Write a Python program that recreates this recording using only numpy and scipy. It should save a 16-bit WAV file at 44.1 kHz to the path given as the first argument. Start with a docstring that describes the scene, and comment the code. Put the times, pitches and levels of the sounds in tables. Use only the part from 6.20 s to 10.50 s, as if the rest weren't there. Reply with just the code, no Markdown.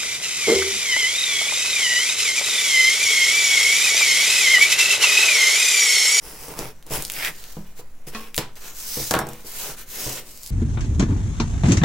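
"""A small wood-panelled room, in stereo: a long knife works under the taped flap of a cardboard box on a table.
At first blade and flap scrape, tape snaps and the box knocks, as sweater sleeves begin to brush past.
A dense run of snaps and a hard knock follow; the dropped knife then bounces, its handle thudding and blade ringing.
Sleeves sweep on over cardboard and tabletop, with a short scrape, softer knocks and a few last snaps.
Friction is built from random slips, snaps from noise bursts, blows from decaying modes, over a low rumble."""
import sys
import numpy as np
from scipy import signal
from scipy.fft import rfft, irfft
from scipy.io import wavfile
from scipy.ndimage import uniform_filter1d

SR = 44100
rng = np.random.default_rng(int(sys.argv[2]) if len(sys.argv) > 2 else 0)


def generate_wav(signal):
    """Clip the signal to [-1, 1] and save it as 16-bit WAV at the path in sys.argv[1]."""
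    frames = np.transpose(np.atleast_2d(signal))
    scaled = np.clip(frames, -1, 1) * 32767
    pcm = np.round(scaled).astype(np.int16)
    wavfile.write(sys.argv[1], SR, pcm)


N = 189833

# Room rumble. Each row: frequency in Hz, relative density in dB per Hz.
AMBIENCE_SPECTRUM = [(15,2), (33,2.5), (48,11), (70,-10.5), (140,-6), (350,-13), (700,-17), (2000,-24),
                     (5000,-53), (16000,-66)]
# Stereo width of diffuse sound. Each row: frequency in Hz, side against mid in dB, before a source's own side level.
STEREO_WIDTH = [(30,-12), (130,-20), (280,-19), (550,-10), (1100,-6), (3000,-5), (8000,-2.2), (14000,-.8)]
# Decay of the room. Each row: frequency in Hz, time to fall 60 dB in seconds.
ROOM_DECAY = [(120, 0.94), (500, 0.44), (2000, 0.27), (6000, 0.17), (15000, 0.16)]
EDGE_HZ = 16050  # upper limit of the recorder

# Sleeves sweeping past. Each row: start in seconds, speeding up in seconds, slowing down in seconds,
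# hiss of the fibres in dB, rub on the surface beneath in dB (both before the trims in sleeves()).
SLEEVE_SWEEPS = [(.66, 0.11, .3, -41, -47), (1.02, 0.19, 0.28, -44, -50.5),
                 (1.285, 0.026, 0.045, -45.5, -58), (1.44, 0.027, 0.11, -55, -57),
                 (1.55, 0.045, 0.025, -44.5, -51.5), (2.355, 0.013, 0.047, -44, -46.5),
                 (2.39, 0.079, .08, -38.5, -44), (2.52, 0.095, 0.057, -36.5, -51.5),
                 (2.58, .18, 0.28, -29, -47), (3.02, 0.12, 0.19, -47.5, -50.5),
                 (3.24, .03, 0.088, -37, -49.5), (3.27, .17, 0.13, -31, -41.5),
                 (3.56, 0.032, 0.062, -37.5, -45.5), (3.655, 0.22, .17, -30, -38.5),
                 (3.96, .02, 0.026, -33.5, -36.5), (4.02, 0.072, 0.24, -44, -56),
                 (4.21, 0.035, .16, -41.5, -59)]
# Powers shaping the loudness of a sweep: while speeding up, while slowing down (no unit).
SWEEP_POWERS = (0.95, 1.34)
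STIR_HISS_DB, STIR_RUB_DB = -60, -65  # the cloth never lies quite still; before the same trims
# Fine hiss of knitted fibres. Each row: frequency in Hz, relative density in dB per Hz.
FIBRE_HISS_SPECTRUM = [(800, -11), (2500, -7.5), (4200, -1), (7300, 1), (9000, -2.5), (15500, -0.5)]
# Rub of cloth on the surface beneath. Each row: frequency in Hz, relative density in dB per Hz.
CLOTH_RUB_SPECTRUM = [(60, -6.5), (130, -2), (260, -2.5), (430, 3.5), (700, -2.5), (1500, 1), (2800, -0.5),
                      (5000, -11), (12000, -75)]

# Blows on the box. Each row: start in seconds, level in dB, brightness (low-pass cutoff) in Hz,
# boom of the struck panel in Hz, boom relative to the level in dB.
BOX_KNOCKS = [(0.042,-52,1220,135,-6), (0.281,-40.5,925,145,-5.5), (.388,-31.5,930,125.5,-13),
              (.706,-34,655,138,-7), (1.368,-37.5,920,160,3.5), (1.383,-45,408,202,8.5),
              (1.591,-43,1160,118,-7), (1.87,-40,480,150,-1.5), (2.178,-25,2200,146,-9.5),
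              (2.770,-31.5,796,152,-7), (2.797,-33,426,138,-4), (3.243,-44,500,140,-13),
              (3.865,-32,750,123.6,0), (3.889,-49,550,131,-14)]
# Blade tapping the box. Each row: start in seconds, level in dB, brightness (low-pass cutoff) in Hz.
BLADE_TAPS = [(1.9485, -30.5, 4000)]
# Main modes of the box, led by a low resonance of the table and floor beneath it. Each row: frequency in Hz,
# relative level in dB, time to fall 60 dB in seconds.
BOX_MODES = [(53,4,0.075), (121,-6.5,0.47), (209.6,-7,0.32), (328.3,2,0.17), (420,1,0.17), (492.3,7.5,0.12),
             (640,3,0.07), (900,-49,0.25), (990,-4,0.28)]
# Main modes of the knife. Each row: frequency in Hz, relative level in dB, time to fall 60 dB in seconds.
KNIFE_MODES = [(221, -8.5, 0.37), (425, -13.5, 0.3), (474, -20.5, 0.59), (710, -12.5, 0.11),
               (1088, -11.5, 0.36), (1150, -14.5, 0.28), (1340, -12, 0.13), (1760, -19, 0.26),
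               (1925, -9, 0.11), (2510, -7.5, 0.13), (3300, -16.5, 0.2), (4170, -34, .22)]
# Lesser resonances of the box panels. Each row: frequency in Hz, relative density in dB per Hz.
PANEL_SPECTRUM = [(50, 5.5), (140, -0.5), (480, 0.5), (800, -1), (2000, -5), (4500, 1.5), (15000, 1)]

# Knife bouncing on the table. Each row: start in seconds, thud of the handle in dB, click of the blade in dB,
# centre of the click in Hz.
KNIFE_BOUNCES = [(2.9095, -23, -14.5, 4700), (2.916, -36.5, -23, 8200), (2.9385, -19, -17.5, 1800),
                 (2.9512, -26, -24.5, 3500), (2.966, -26, -44, 2000), (2.9895, -26, -20.5, 7350),
                 (3.011, -30.5, -45, 11000), (3.0686, -38, -35.5, 7500), (3.088, -38.5, -33, 7360),
                 (3.1331, -48, -36.5, 7500)]
# The blade ringing while clear of the table. Each row: start in seconds, level in dB.
BLADE_RINGS = [(3.0, -35.5), (3.088, -41)]
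# Modes of the ringing blade. Each row: frequency in Hz, relative level in dB, time to fall 60 dB in seconds.
BLADE_MODES = [(3600,-11,.15), (5450,-11,.2), (8156,-11,.1), (10990,-8,.1), (12200,0,.19)]
# Main modes of the table. Each row: frequency in Hz, relative level in dB, time to fall 60 dB in seconds.
TABLE_MODES = [(136.6,-10.5,0.55), (220.8,-10,0.55), (327.8,0,0.28), (422,-9,0.55), (483.4,-8,0.53),
               (646,-1,0.27), (716,-17,0.28), (759,2,0.22), (835,-3.5,0.34), (969,-2.5,0.48), (1106,0,0.38),
               (1284,-1,0.14), (1300,8.5,0.1), (1425,-1,0.22), (1523,-6,0.12), (1617,10,0.1), (1710,1,0.19)]
# Lesser resonances of the tabletop. Each row: frequency in Hz, relative density in dB per Hz.
TABLETOP_SPECTRUM = [(50,-7), (140,3), (260,-1.5), (700,0), (1600,0.5), (2600,-1.5), (3800,3), (15000,-22)]
# a thud at THUD_DB has its cutoff at THUD_HZ; harder ones are brighter
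THUD_HZ, THUD_DB, THUD_OCTAVES_PER_DB = 1240, -22, 0.053

# Blade, flap and hand scraping on cardboard. Each row: start in seconds, speeding up in seconds, slowing down
# in seconds, grit of tape and fibres in dB, rasp of the cut edge in dB, drumming of the panels in dB
# (all three before the trims in scrapes()).
BOX_SCRAPES = [(.005, 0.064, .14, -40.5, -47, -40.5), (.05, 0.2, .16, -39.5, -47.5, -40.5),
               (.275, .02, 0.15, -58, -47.5, -34), (.352, 0.04, 0.17, -39.5, -39.5, -30),
               (.655, 0.018, .09, -58, -55, -42), (.695, 0.058, 0.051, -27.5, -31.5, -24.5),
               (.772, 0.024, .065, -35.5, -39.5, -30.5), (.91, 0.07, 0.065, -31, -34.5, -63),
               (.98, 0.076, 0.069, -29, -25.5, -50), (1.07, 0.024, 0.044, -53, -51, -32),
               (1.866, .008, 0.053, -37.5, -44.5, -51), (1.9, 0.078, .18, -44.5, -42, -43),
               (3.39, 0.095, 0.1, -43, -48, -35.5)]
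# Powers shaping the loudness of a scrape: while speeding up, while slowing down (no unit).
SCRAPE_POWERS = (1.05, 1.84)
# Grit of tape and fibres. Each row: frequency in Hz, relative density in dB per Hz.
GRIT_SPECTRUM = [(1500, 2), (3500, -9.5), (5200, 7.5), (7500, 1.5), (9500, 5), (15500, 4)]
# Rasp of the cut edge. Each row: frequency in Hz, relative density in dB per Hz.
RASP_SPECTRUM = [(300,-23), (750,-3.5), (1200,-1.5), (1800,1.5), (2500,3), (3300,-2), (4200,-8), (8000,-17)]
# Drumming of the panels. Each row: frequency in Hz, relative density in dB per Hz.
DRUM_SPECTRUM = [(50, 10), (95, -12), (140, 7), (200, -0.5), (340, 2), (440, 7.5), (600, -0.5), (900, 1.5),
                 (2000, -14.5)]

# Single snaps of tape and fibre. Each row: start in seconds, level in dB before the trim in tape(), centre in Hz.
TAPE_SNAPS = [(0.2845, -29.5, 7040), (0.3906, -18.5, 5700), (.6264, -39.5, 2920), (0.6657, -35, 8000),
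              (.7006, -32, 7040), (0.737, -19.5, 5500), (0.8233, -18, 8000), (0.8506, -17, 5350),
              (0.8995, -16, 2800), (.9195, -19.5, 9500), (1.048, -15.5, 3200), (1.24, -30, 3300),
              (2.1445, -20.5, 2488), (2.1575, -24.5, 10900), (2.1649, -17.5, 8650), (2.1788, -8.5, 2730),
              (2.1863, -15.5, 4640), (2.3558, -39, 4000), (4.1753, -33, 5750), (4.233, -28, 7100)]
# Strained tape crackling at random. Each row: start in seconds, length in seconds, middle level in dB
# before the trim in tape().
TAPE_CRACKLES = [(0.701, .3, -29), (4.239, .04, -32.5)]
CRACKLES_PER_S, CRACKLE_HZ, CRACKLE_SPREAD_DB = 40, 6800, 7  # the spread reaches both ways


def gain_of(db):
    """Decibels to amplitude."""
    return 10 ** (np.asarray(db) / 20)


def evened(x):
    """Scales to rms 1."""
    return x / np.sqrt(np.mean(x ** 2) + 1e-20)


def read(points, hz):
    """Reads a spectrum on a log-frequency axis."""
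    f, value = np.transpose(points)
    return np.interp(np.log(hz + 1), np.log(f + 1), value)


def add(mix, s, sound):
    """Mixes a sound in at time s, cut off at the end of the mix."""
    part = mix[..., round(s * SR):][..., :sound.shape[-1]]
    part += sound[..., :part.shape[-1]]


def coloured(x, spectrum, size=4096):
    """Causal minimum-phase filter with the given spectrum."""
    hz = abs(np.fft.fftfreq(size, 1 / SR))
    log_gain = np.log(gain_of(read(spectrum, hz)))
    response = np.exp(np.conj(signal.hilbert(log_gain)))
    taps = np.fft.ifft(response).real[:size // 2]
    return signal.oaconvolve(x, taps)[:len(x)]


def spread(mid, side):
    """Two unrelated signals become a left-right pair that is narrower in the bass than in the treble."""
    side = coloured(side, STEREO_WIDTH)
    return np.array([mid + side, mid - side])


def room(x, wet_db, echo_db, echo_s=.0066):
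    """One early reflection, its path about 2 m longer, and a short tail whose treble dies first."""
    taps = rng.standard_normal((2, SR // 2)) * (np.arange(SR // 2) > SR * .002)
    hz, t, z = signal.stft(taps, SR, nperseg=256)
    decay = gain_of(-60 * t / read(ROOM_DECAY, hz)[:, None])
    tails = signal.istft(z * decay, SR, nperseg=256)[1]
    response = gain_of(wet_db) * spread(*tails) / np.linalg.norm(tails[0])
    response[:, round(echo_s * SR)] += gain_of(echo_db)
    mono = x.mean(0)[None]
    return x + signal.fftconvolve(mono, response, axes=1)[:, :N]


def strokes(rows, powers):
    """One gain over time for each dB column: every stroke speeds up from rest and slows to rest again."""
    t, power = np.arange(N) / SR, 0
    for start, rise_s, fall_s, *db in rows:
        end = start + rise_s + fall_s
        up, down = np.clip([(t - start) / rise_s, (end - t) / fall_s], 0, 1)
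        loudness = np.sin(np.pi / 2 * up) ** powers[0] * np.sin(np.pi / 2 * down) ** powers[1]
        power = power + np.outer(gain_of(db), loudness) ** 2
    return np.sqrt(power)


def drifting(x, patchy_db, size=512):
    """Broad patches of colour come and go as the contact moves."""
    z = signal.stft(x, nperseg=size)[2]
    blur = np.outer(np.hanning(15), np.hanning(50))  # across frequency, across time
    patches = signal.fftconvolve(rng.standard_normal(z.shape), blur, "same")
    return signal.istft(z * gain_of(patchy_db * evened(patches)), nperseg=size)[1][:N]


def friction(spectrum, grains_per_s, size_db, smooth, flutter_db):
    """Tiny slips of uneven size, coming in clumps, over a blur of smaller ones."""
    wander = uniform_filter1d(uniform_filter1d(rng.standard_normal(N), size=260), size=130)
    clumps = gain_of(flutter_db * evened(wander))
    sizes = gain_of(size_db * np.minimum(rng.exponential(1, N), 3.3))
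    sizes = sizes * (rng.random(N) < grains_per_s / SR)
    channels = []
    for channel in range(2):
        grains = evened(sizes * rng.choice([-1, 1], N))
        slips = grains + smooth * rng.standard_normal(N)
        slips = drifting(slips * clumps, patchy_db=1.6)
        channels.append(evened(coloured(slips, spectrum)))
    return spread(*channels)


def ringing(modes, t):
    """Decaying modes; neighbours start in opposite directions."""
    hz, db, t60 = np.transpose(modes)[:, :, None]
    signs = (-1) ** np.arange(len(modes))[:, None]
    return (signs * gain_of(db - 60 * t / t60) * np.sin(2 * np.pi * hz * t)).sum(0)


def blows(rows, modes, spectrum, dense_db, t60, smack_db, smack_s=0.0027, side_db=-2.5, size=900):
    """Each blow smacks, then rings the main modes and a diffuse crowd of lesser ones; soft contact dulls both."""
    out, t = np.zeros((2, N)), np.arange(SR // 2) / SR
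    tones = ringing(modes, t)
    envelope = (1 + gain_of(smack_db) * np.exp(-t / smack_s)) * gain_of(-60 * t / t60)
    for s, db, bright_hz, *_ in rows:
        noises = rng.standard_normal((2, len(t)))
        dense, side = (coloured(noise * envelope, spectrum) for noise in noises)
        # levels refer to the opening 900 samples, about 20 ms
        mid = tones / tones[:size].std() + gain_of(dense_db) * dense / dense[:size].std()
        dulling = signal.butter(2, min(bright_hz, SR / 3), fs=SR)
        pair = signal.lfilter(*dulling, [mid, side])
        mid, side = pair / pair[:, :size].std(1, keepdims=True)
        add(out, s, gain_of(db) * spread(mid, gain_of(side_db) * side))
    return out


def crack(decay_s, centre_hz, below_db=-11, above_db=-6, size=64):
    """A burst about a millisecond long that swells as the break runs, with one broad resonance."""
    t = np.arange(SR // 20) / SR
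    burst = rfft(rng.choice([-1, 1], len(t)) * np.sqrt(t) * np.exp(-t / decay_s))
    # a sudden break excites all pitches about equally
    flattened = burst / (abs(burst) + 1e-9) ** .7
    burst = irfft(flattened, len(t)) * np.exp(-t / (8 * decay_s))
    # so small a source radiates little below its resonance
    shape = [(centre_hz / 8, -30), (centre_hz / 2, below_db), (centre_hz, 0),
             (centre_hz * 2, above_db), (centre_hz * 4, above_db - 3)]
    burst = coloured(burst, shape)
    return burst / burst[:size].std()


def wide_crack(decay_s, centre_hz, side_db):
    """A left-right pair made from two independent cracks."""
    return spread(crack(decay_s, centre_hz), gain_of(side_db) * crack(decay_s, centre_hz))


def ambience(floor_db=-52, sway_db=-38, sway_hz=6, sway_width_hz=0.24):
    """Quiet room rumble and a slow sway of air pressure below hearing."""
    floor = spread(*[evened(coloured(rng.standard_normal(N), AMBIENCE_SPECTRUM)) for channel in range(2)])
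    hz = np.fft.rfftfreq(N, 1 / SR)
    phases = np.exp(2j * np.pi * rng.random(len(hz)))
    sway = irfft(phases / (1 + ((hz - sway_hz) / sway_width_hz) ** 2), N)
    return gain_of(floor_db) * floor + gain_of(sway_db) * evened(sway)


def sleeves():
    """Knitted cloth hisses finely and rubs the surface under it."""
    hiss, rub = strokes(SLEEVE_SWEEPS, SWEEP_POWERS)
    hiss = np.hypot(hiss, gain_of(STIR_HISS_DB))
    rub = np.hypot(rub, gain_of(STIR_RUB_DB))
    hiss = hiss * friction(FIBRE_HISS_SPECTRUM, grains_per_s=5000, size_db=0, smooth=1.84, flutter_db=1.43)
    rub = rub * friction(CLOTH_RUB_SPECTRUM, grains_per_s=2000, size_db=3.0, smooth=1.67, flutter_db=1.46)
    return room(gain_of(-1.14) * hiss + gain_of(-2.5) * rub, wet_db=-6.5, echo_db=-29.5)


def box(boom_t60=0.3):
    """The hollow box thumps when shoved, and the blade twangs against it."""
    out = blows(BOX_KNOCKS, BOX_MODES, PANEL_SPECTRUM, dense_db=11.5, t60=0.29, smack_db=-2)
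    out += blows(BLADE_TAPS, KNIFE_MODES, PANEL_SPECTRUM, dense_db=2.5, t60=0.18, smack_db=-10)
    t = np.arange(SR // 2) / SR
    # the struck panel bulges in and out at its own low pitch
    for s, db, _, boom_hz, boom_db in BOX_KNOCKS:
        envelope = np.sqrt(2) * gain_of(db + boom_db - 60 * t / boom_t60)
        add(out, s, envelope * np.sin(2 * np.pi * boom_hz * t))
    return out


def dropped_knife(decay_s=0.0013, side_db=-3):
    """The handle drums on the table while the blade clicks and rings thinly."""
    steel, t = np.zeros((2, N)), np.arange(SR // 2) / SR
    for s, _, click_db, hz in KNIFE_BOUNCES:
        add(steel, s, gain_of(click_db) * wide_crack(decay_s, hz, side_db))
    for s, db in BLADE_RINGS:
        add(steel, s, gain_of(db) * ringing(BLADE_MODES, t))
    thuds = []
    for s, db, *_ in KNIFE_BOUNCES:
        bright_hz = THUD_HZ * 2 ** (THUD_OCTAVES_PER_DB * (db - THUD_DB))
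        thuds.append((s, db, bright_hz))
    handle = blows(thuds, TABLE_MODES, TABLETOP_SPECTRUM, dense_db=7.0, t60=0.29, smack_db=3)
    return room(steel, wet_db=-8, echo_db=-11) + handle


def off_the_lid(x, echo, spacing_hz):
    """The cardboard just behind the contact reflects the sound and combs it into evenly spaced bands."""
    hz = np.fft.rfftfreq(N, 1 / SR)
    comb = 1 + echo * np.exp(-2j * np.pi * hz / spacing_hz)
    return irfft(rfft(x) * comb, N) / np.hypot(1, echo)


def scrapes():
    """Blade and flap stick and slip on cardboard; the panels drum along."""
    grit, rasp, drum = strokes(BOX_SCRAPES, SCRAPE_POWERS)
    grit = grit * friction(GRIT_SPECTRUM, grains_per_s=2400, size_db=3.8, smooth=1.0, flutter_db=0.3)
    grit = off_the_lid(grit, echo=0.23, spacing_hz=2610)
    rasp = rasp * friction(RASP_SPECTRUM, grains_per_s=1100, size_db=3.2, smooth=.6, flutter_db=1.4)
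    drum = drum * friction(DRUM_SPECTRUM, grains_per_s=650, size_db=2.0, smooth=0.64, flutter_db=2.3)
    mix = gain_of(-1.5) * grit + gain_of(-2.5) * rasp + gain_of(-4.5) * drum
    return room(mix, wet_db=-15.5, echo_db=-13.5)


def crackles(count=24):
    """Small snaps of chance size and pitch, unevenly spaced: rows like those of TAPE_SNAPS."""
    rows = []
    for start, length, db in TAPE_CRACKLES:
        for k, (late, size, octaves) in enumerate(rng.uniform(-1, 1, (count, 3))):
            # one snap at a chance moment in each equal slot of time
            after = (k + (1 + late) / 2) / CRACKLES_PER_S
            if after < length:
                hz = CRACKLE_HZ * 2 ** (octaves / 2)
                rows.append((start + after, db + CRACKLE_SPREAD_DB * size, hz))
    return rows


def tape(decay_s=0.00049, side_db=-8):
    """Strands of tape and card give way with dry snaps."""
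    out = np.zeros((2, N))
    for s, db, hz in [*TAPE_SNAPS, *crackles()]:
        add(out, s, gain_of(db) * wide_crack(decay_s, hz, side_db))
    return room(gain_of(-3.5) * out, wet_db=-6.5, echo_db=-11.5)


def scene():
    """All sources together, from the room behind to the tape under the blade."""
    return ambience() + sleeves() + box() + dropped_knife() + scrapes() + tape()


def record(dry):
    """The recorder's band limit: a steep linear-phase low-pass."""
    low_pass = signal.firwin(511, EDGE_HZ, window=("kaiser", 9), fs=SR)
    return signal.oaconvolve(dry, low_pass[None], "same")


dry = scene()
out = record(dry)
generate_wav(out)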